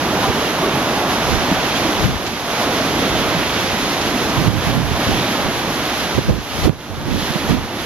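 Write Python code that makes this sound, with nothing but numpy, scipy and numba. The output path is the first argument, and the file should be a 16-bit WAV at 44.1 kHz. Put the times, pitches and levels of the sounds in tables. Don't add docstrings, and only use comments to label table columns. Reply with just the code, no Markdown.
import sys
import numpy as np
from scipy import signal
from scipy.fft import rfft, irfft, next_fast_len
from scipy.io import wavfile
from scipy.ndimage import uniform_filter1d
from numba import njit

SR = 44100
rng = np.random.default_rng(int(sys.argv[2]) if len(sys.argv) > 2 else 0)


def transcribe(u):
    v = np.clip(np.atleast_2d(u).T, -1, 1)
    q = np.round(v * 32767).astype(np.int16)
    wavfile.write(sys.argv[1], SR, q)


N = 346185


def undb(db):
    return 10 ** (np.asarray(db) / 20)


def at_rms(x, db):
    return x * undb(db) / np.sqrt(np.mean(x ** 2))


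def time_curves(table):
    time_s, *columns = np.transpose(table)
    return [np.interp(np.arange(N) / SR, time_s, column) for column in columns]


def freq_curve(table, hz):
    freq_hz, values = np.transpose(table)
    return np.interp(np.log(hz + 1), np.log(freq_hz), values)


def butter(x, edges_hz, kind="bandpass", order=2):
    return signal.sosfilt(signal.butter(order, edges_hz, kind, fs=SR, output="sos"), x)


def walk(rate_hz):
    hold = int(SR / rate_hz)
    steps = np.repeat(rng.standard_normal(N // hold + 1), hold)
    return 0.94 * uniform_filter1d(uniform_filter1d(steps, hold), hold)[:N]


def flicker(rate_hz, drift_s=0.19):
    wander = walk(rate_hz)
    return wander - uniform_filter1d(wander, int(drift_s * SR))


# start_s, port (-1 left, 1 right), hold_s, level_db
WIND_SPELLS = [(1.3, 1, 0.042, -15), (1.48, -1, 0.033, -25), (1.86, 1, 0.037, -24.5), (2.02, -1, 0.11, -16),
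               (2.1, 1, 0.036, -22), (3.1, 1, 0.29, -28), (4.38, 1, 0.04, -27), (4.37, -1, .55, -23),
               (4.43, 1, 0.15, -16.5), (4.66, 1, 0.27, -16.5), (5.08, -1, 0.028, -24),
               (5.09, 1, 0.054, -19), (5.43, 1, 0.04, -18.5), (6.28, -1, 0.11, -22),
               (6.16, 1, 0.032, -21.5), (6.3, 1, 0.04, -10.5), (6.55, -1, .2, -21), (6.665, 1, 0.06, -12),
               (6.9, 1, 0.11, -17.5), (6.98, -1, 0.16, -22.5), (7.07, 1, 0.08, -12.5),
               (7.49, 1, 0.094, -16), (7.5, -1, 0.093, -21)]
def wind_db(port, breeze_db=-37, swing_db=4, rise_db_per_s=281, fall_db_per_s=180):
    t = np.arange(N) / SR
    db = breeze_db + swing_db * walk(5.13)
    for start_s, side, hold_s, level_db in WIND_SPELLS:
        if side == port:
            before_db = rise_db_per_s * np.maximum(start_s - t, 0)
            after_db = fall_db_per_s * np.maximum(t - start_s - hold_s, 0)
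            db = np.maximum(db, level_db - before_db - after_db)
    return db


def wind():
    out = []
    for port in (-1, 1):
        db = wind_db(port) + 2.75 * walk(22)
        large = at_rms(butter(rng.standard_normal(N), [39.3, 137]), 0)
        small = at_rms(butter(rng.standard_normal(N), [114, 345]), 0)
        out.append(undb(db) * (large + small * undb(0.57 * (db + 11) - 3.5)))
    return np.array(out)


# centre_s, port (-1 left, 1 right), length_s, level_db, pitch_hz
WIND_GUSTS = [(0.296, 1, 0.017, -12.5, 117), (1.338, 1, 0.04, -16, 160), (1.377, 1, 0.025, -15.5, 70),
              (2.059, -1, 0.035, -9.5, 123), (2.095, 1, 0.025, -13.5, 141), (4.384, 1, 0.018, -8, 110),
              (4.415, 1, 0.03, -13, 220), (4.478, 1, 0.035, -11, 151), (4.505, 1, 0.043, -8.5, 127),
              (4.54, 1, 0.026, -9, 130), (4.572, 1, 0.042, -7.5, 119), (4.676, 1, 0.016, -14, 146),
              (4.701, 1, 0.064, -10.5, 140), (4.786, 1, 0.062, -9, 158), (4.839, 1, 0.025, -13, 89.5),
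              (4.88, 1, 0.035, -16, 128), (4.931, 1, 0.052, -16.5, 110), (5.086, -1, 0.023, -19, 94.3),
              (5.095, 1, 0.019, -16, 188), (6.156, 1, 0.015, -19, 170), (6.186, 1, 0.016, -8, 200),
              (6.187, 1, 0.013, -14.5, 430), (6.193, -1, 0.027, -18, 114), (6.253, 1, 0.013, -18, 170),
              (6.291, -1, 0.017, -7.5, 95), (6.297, 1, 0.02, -13.5, 490), (6.304, 1, 0.023, -9, 161),
              (6.322, -1, 0.019, -11, 92), (6.384, 1, 0.013, -13, 209), (6.619, -1, 0.012, -18, 110),
              (6.655, -1, 0.0091, -13, 130), (6.664, 1, 0.016, -5, 190), (6.679, 1, 0.011, 0.5, 292),
              (6.688, 1, 0.0055, -7, 200), (6.703, 1, 0.0082, -2, 192), (6.914, 1, 0.023, -15, 117),
              (7.091, 1, 0.014, -10, 161), (7.147, 1, 0.056, -14.5, 200), (7.167, -1, 0.029, -19, 268),
              (7.308, 1, 0.015, -16, 150), (7.495, 1, 0.01, -10, 170), (7.507, 1, 0.012, -9, 160),
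              (7.524, 1, 0.014, -8, 211), (7.545, 1, 0.037, -8, 238)]
def gusts():
    half = SR // 5
    t = np.arange(-half, half) / SR
    out = np.zeros((2, N + 2 * half))
    for centre_s, port, length_s, level_db, pitch_hz in WIND_GUSTS:
        envelope = np.exp(-.5 * (t / (0.47 * length_s)) ** 2)
        turbulence = butter(rng.standard_normal(2 * half), [0.658 * pitch_hz, 1.35 * pitch_hz])
        power = uniform_filter1d(turbulence ** 2, int(SR / pitch_hz))
        turbulence /= np.sqrt(power + 1e-9)
        lump = envelope * butter(turbulence, 2.8 * pitch_hz, "lowpass")
        lump *= undb(level_db) * np.sqrt(np.sum(envelope ** 2) / np.sum(lump ** 2))
        at = int(centre_s * SR)
        out[int(port > 0), at:at + 2 * half] += lump
    return out[:, half:half + N]


# start_s, port (-1 left, 1 right), level_db, pitch_hz
MEMBRANE_SNAPS = [(4.373, 1, -9, 105), (4.473, 1, -2.5, 150), (4.494, 1, -10, 110), (4.668, 1, -7, 140),
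                  (6.65, -1, -3, 121), (6.6945, 1, 13, 150), (6.732, 1, -6, 200), (7.081, 1, -5, 130),
                  (7.357, 1, -2.5, 170), (7.492, 1, -7, 170), (7.503, 1, -7, 150)]
def snaps(rise_s=0.00019, t60_s=0.043):
    t, out = np.arange(N) / SR, np.zeros((2, N))
    for start_s, port, level_db, pitch_hz in MEMBRANE_SNAPS:
        age_s = np.maximum(t - start_s, 0)
        envelope = undb(level_db - 60 * age_s / t60_s) * (1 - np.exp(-age_s / rise_s))
        out[int(port > 0)] -= envelope * np.cos(2 * np.pi * pitch_hz * age_s)
    return out


# start_s, level_db, length_s
SPRAY_SPLASHES = [(1.756, -27, 0.018), (2.257, -24.5, 0.016), (3.93, -32, .012), (4.0, -27, 0.018),
                  (4.18, -31.5, .015), (4.284, -27, .012), (5.07, -31, .012), (5.16, -37, 0.018),
                  (6.63, -26.5, 0.0142)]
def splashes():
    t, envelope = np.arange(N) / SR, np.zeros(N)
    for start_s, level_db, length_s in SPRAY_SPLASHES:
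        envelope += undb(level_db) * np.exp(-.5 * ((t - start_s - length_s) / (0.61 * length_s)) ** 2)
    patter = at_rms(butter(rng.standard_normal((2, N)), [1500, 5300]), 0)
    return envelope * patter * undb([[-2.5], [1.5]])


# start_s, peak_db, pitch_hz, t60_s, glide_share_per_s
WATER_SLAPS = [(0.235, -16, 983, .1, 0.5), (0.25, -17, 760, .12, 0.5), (0.27, -16, 420, .1, 1),
               (0.61, -18, 688, 0.22, -3), (0.626, -12, 364, 0.096, 3.5), (0.629, -18, 1166, .3, -1.5),
               (0.659, -15.5, 452, 0.22, -6), (0.735, -15, 147, 0.22, -2), (0.752, -18, 860, 0.091, -2),
               (0.857, -19, 625, .12, 0), (1.515, -9, 199, 0.11, -3), (1.515, -10.5, 270, 0.091, -0.5),
               (1.754, -21, 3260, 0.04, 0), (1.849, -12.5, 320, 0.21, 1), (1.889, -12.5, 302, 0.16, -0.5),
               (1.948, -24, 2900, .06, 5), (2.595, -20, 735, 0.08, 2), (2.659, -18, 276, 0.1, 3),
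               (2.775, -21, 322, 0.1, 0), (2.69, -14.5, 515, 0.097, 1), (2.8, -19, 645, 0.2, 0),
               (2.989, -15, 276, 0.12, 0), (3.02, -19, 472, .12, 1), (3.099, -22, 277, 0.16, 4.5),
               (3.15, -20, 664, 0.11, -3), (3.04, -25, 420, 0.091, 0), (3.125, -16, 313, 0.092, 3),
               (3.29, -15, 300, 0.09, 5), (3.352, -16, 185, 0.18, -3), (4.172, -22, 2650, .06, 2),
               (5.068, -22, 191, 0.14, 2), (7.166, -11.5, 282, 0.1, 1)]
def slaps():
    t, out = np.arange(N) / SR, np.zeros(N)
    for start_s, peak_db, pitch_hz, t60_s, glide_per_s in WATER_SLAPS:
        age_s = np.maximum(t - start_s, 0)
        envelope = (1 - np.exp(-age_s / 0.0012)) * undb(-60 * age_s / t60_s)
        tone = np.sin(2 * np.pi * pitch_hz * age_s * (1 + glide_per_s * age_s / 2))
        out += undb(peak_db) * envelope / envelope.max() * tone
    return out * undb([[-1.5], [0]])


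@njit
def ring_bubbles(starts, steps_rad, cycles, gains, rise_share):
    out = np.zeros(N)
    for start, step_rad, gain in zip(starts, steps_rad, gains):
        length = int(cycles * 2 * np.pi / step_rad)
        phase = 0.
        for i in range(min(length, N - start)):
            phase += step_rad * (1 + rise_share * i / length)
            out[start + i] += gain * np.exp(-5. * i / length) * np.sin(phase)
    return out


def bubbles(lo_hz, hi_hz, cycles, spread_db, count):
    when, pitch, strength = rng.random((count, 3)).T
    starts = (when * N).astype(np.int64)
    steps_rad = 2 * np.pi * lo_hz * (hi_hz / lo_hz) ** pitch / SR
    gains = undb(spread_db * np.minimum(-np.log(1 - strength), 4))
    return at_rms(ring_bubbles(starts, steps_rad, cycles, gains, rise_share=0.19), 0)


LEFT_LAG_S = 5.5e-5

# time_s, above_surf_db
FOAM_POPPING = [(0, -26), (.9, -20), (1.6, -18), (2.2, -16), (2.7, -25), (3.1, -16), (3.7, -16), (4.1, -19),
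                (4.6, -19), (5.0, -15.5), (5.25, -13.5), (5.6, -20), (6.2, -18), (6.9, -16), (7.25, -12),
                (7.5, -17), (7.85, -22)]
def near_bubbles(body_db):
    gurgle = bubbles(194, 1360, cycles=10, spread_db=2.8, count=4000) * undb(body_db - 11)
    pops = bubbles(2970, 4240, cycles=7.7, spread_db=5, count=9000) * undb(time_curves(FOAM_POPPING)[0])
    right = gurgle + pops
    left = np.roll(right, round(LEFT_LAG_S * SR)) * undb(-2)
    return np.array([left, right])


# freq_hz, density_db
SURF_SPECTRUM = [(18, -27), (85, -9.5), (150, -5), (290, -2), (450, -5.5), (700, -3), (1700, -8),
                 (2600, -11.5), (3300, -11), (3900, -14.5), (4800, -18.5), (6400, -21.5), (7600, -34),
                 (9000, -32), (11200, -27), (15600, -39)]
# freq_hz, left_minus_right_db
PORT_BALANCE = [(60, 5), (110, -2), (200, -2), (380, -1.5), (700, -2), (1290, -0.5), (2380, -7.5),
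                (4400, -1.5), (8120, -1.5), (15000, 2.5)]
# freq_hz, power_share
PORT_COHERENCE = [(60, 0.99), (200, 0.99), (700, 0.99), (1200, 0.93), (2000, 0.17), (3000, 0.99),
                  (4500, 0.24), (6000, 0.5), (7400, 0.04), (9000, 1), (10500, 0), (14000, 0.1)]
# freq_hz, phase_rad
LEFT_PHASE = [(7500, 0), (9000, -1.5), (10200, -1.6), (12000, -1.6), (14000, -0.4)]
def surf_spectra(hz, n_fft):
    coherence = np.clip(freq_curve(PORT_COHERENCE, hz), 0, 1)
    common, left, right = rfft(rng.standard_normal((3, n_fft)))
    left_rad = freq_curve(LEFT_PHASE, hz) - 2 * np.pi * hz * LEFT_LAG_S
    near = np.sqrt(coherence) * common * np.exp(1j * left_rad * [[1], [0]])
    far = np.sqrt(1 - coherence) * np.array([left, right])
    colour_db = freq_curve(SURF_SPECTRUM, hz) + freq_curve(PORT_BALANCE, hz) * [[.5], [-.5]]
    spectra = (near + far) * undb(colour_db)
    return spectra / np.sqrt(2 * np.mean(abs(spectra) ** 2) / n_fft)


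# time_s, fizz_above_foam_db, mist_above_foam_db
FOAM_FIZZ = [(0, 4.5, 5.5), (.4, 3.5, 4.5), (.9, 3, 4.5), (1.3, 5, 5), (1.55, 3, 2.5), (1.85, 5, 4.5),
             (2.2, 4.5, 5.5), (2.5, 5.5, 5.5), (2.9, 4, 4), (3.3, 3, 4), (3.7, 4, 3.5), (4.3, 5, 6),
             (4.8, 3.5, 6), (5.1, 4.5, 5), (5.5, 3, 5), (5.9, 4, 5), (6.3, 5.5, 5), (6.65, 5.5, 8),
             (6.95, 5, 6.5), (7.1, 5, 6), (7.22, 5.5, 7), (7.33, 3, 5), (7.45, 4.5, 7), (7.58, 3.5, 4.5),
             (7.85, 3.5, 6)]
def wash(body_db, roar_db):
    fizz_db, mist_db = time_curves(FOAM_FIZZ)
    n_fft = next_fast_len(N)
    hz = np.arange(n_fft // 2 + 1) * SR / n_fft
    spectra = surf_spectra(hz, n_fft)
    slosh_db, spray_db, froth_db = 0.32 * walk(7.9), 1.1 * flicker(20), 0.37 * flicker(27)
    mist_db += 1.3 * flicker(32)
    out = np.zeros((2, N))
    for octave in np.arange(4, 15, .5):
        window = np.cos(np.pi * np.clip(np.log2(hz + 1) - octave, -.5, .5)) ** 2
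        roar_share = np.clip((9.25 - octave) / 0.86, 0, 1)
        body_share = np.clip((11 - octave) / 1.0, 0, 1)
        fizz_share = np.clip((octave - 11.5) / 0.97, 0, 1)
        mist_share = np.clip(octave - 12.5, 0, 1)
        db = roar_share * roar_db + 0.78 * flicker(11)
        db += body_share * (body_db + slosh_db) + (1 - body_share) * spray_db
        db += fizz_share * (mist_share * mist_db + (1 - mist_share) * fizz_db + froth_db)
        out += undb(db) * irfft(spectra * window, n_fft)[:, :N]
    return out


# time_s, surf_db, body_above_foam_db, roar_above_body_db
SURF_LEVELS = [(0, -18, 2, 3), (.27, -16.5, 3.5, -1), (.47, -16.5, 0.5, 1.5), (.65, -17, 1.5, 2),
               (1.1, -16.5, 2.5, -1.5), (1.7, -15.5, 0.5, -0.5), (2.1, -17, 0.5, 3.5), (2.25, -22, 1, 2),
               (2.43, -20.5, -1.5, 1), (2.58, -16, 2, -6), (2.7, -16.5, 2, 1), (2.82, -15.5, 0, 2),
               (2.93, -16, 1, 4), (3.08, -15, -1.5, 6), (3.25, -16, 1, 2), (3.7, -15.5, -2, 0.5),
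               (4.3, -17.5, 0.5, 4), (4.45, -17.5, 0.5, 4.5), (4.64, -11.5, 0, -1), (4.8, -17, 0.5, 3.5),
               (4.93, -16.5, 0.5, -1), (5.05, -17, 1.5, 0), (5.2, -16, -1.5, 6.5), (5.36, -17, 1, 1),
               (5.6, -18, 0, 1.5), (6.0, -16.5, -2, 1), (6.3, -21.5, 0.5, 4.5), (6.6, -19.5, -1, -4),
               (6.7, -20, 2.5, -2), (6.8, -18.5, -0.5, 4), (6.9, -20, 2, 6), (7.05, -21, 2, 2.5),
               (7.18, -18.5, -2, 5), (7.3, -17.5, -3.5, 1.5), (7.42, -21, 0.5, 5.5), (7.55, -16.5, 0.5, 2),
               (7.7, -21, 2, 4), (7.85, -20.5, -3.5, 5.5)]
def surf():
    surf_db, body_db, roar_db = time_curves(SURF_LEVELS)
    return (wash(body_db, roar_db) + near_bubbles(body_db)) * undb(surf_db)


def scene():
    return surf() + slaps() + splashes() + wind() + gusts() + snaps()


@njit
def gain_loss_db(excess_db, attack_s, hold_s, release_db_per_s):
    out = np.empty(len(excess_db))
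    target_db, loss_db, wait = 0., 0., 0.
    for i in range(len(excess_db)):
        if excess_db[i] >= target_db:
            target_db, wait = excess_db[i], hold_s * SR
        elif wait > 0:
            wait -= 1
        else:
            target_db -= release_db_per_s / SR
        loss_db += (target_db - loss_db) / (attack_s * SR)
        out[i] = loss_db
    return out


def record(dry, threshold_db=-12, slope=1.08, cutoff_hz=15300):
    heard = butter(dry, 25, "highpass", order=1)
    heard = butter(heard, [7850, 8600], "bandstop", order=3)
    span = int(.04 * SR)
    power = signal.lfilter(np.ones(span) / span, 1, heard ** 2)
    louder_db = 10 * np.log10(power.max(axis=0) + 1e-9)
    excess_db = slope * np.maximum(louder_db - threshold_db, 0)
    loss_db = gain_loss_db(excess_db, attack_s=0.0015, hold_s=0.054, release_db_per_s=28.)
    heard = np.clip(heard * undb(-loss_db), -1, 1)
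    return signal.sosfilt(signal.ellip(10, .2, 80, cutoff_hz, fs=SR, output="sos"), heard)


dry = scene()
out = record(dry)
transcribe(out)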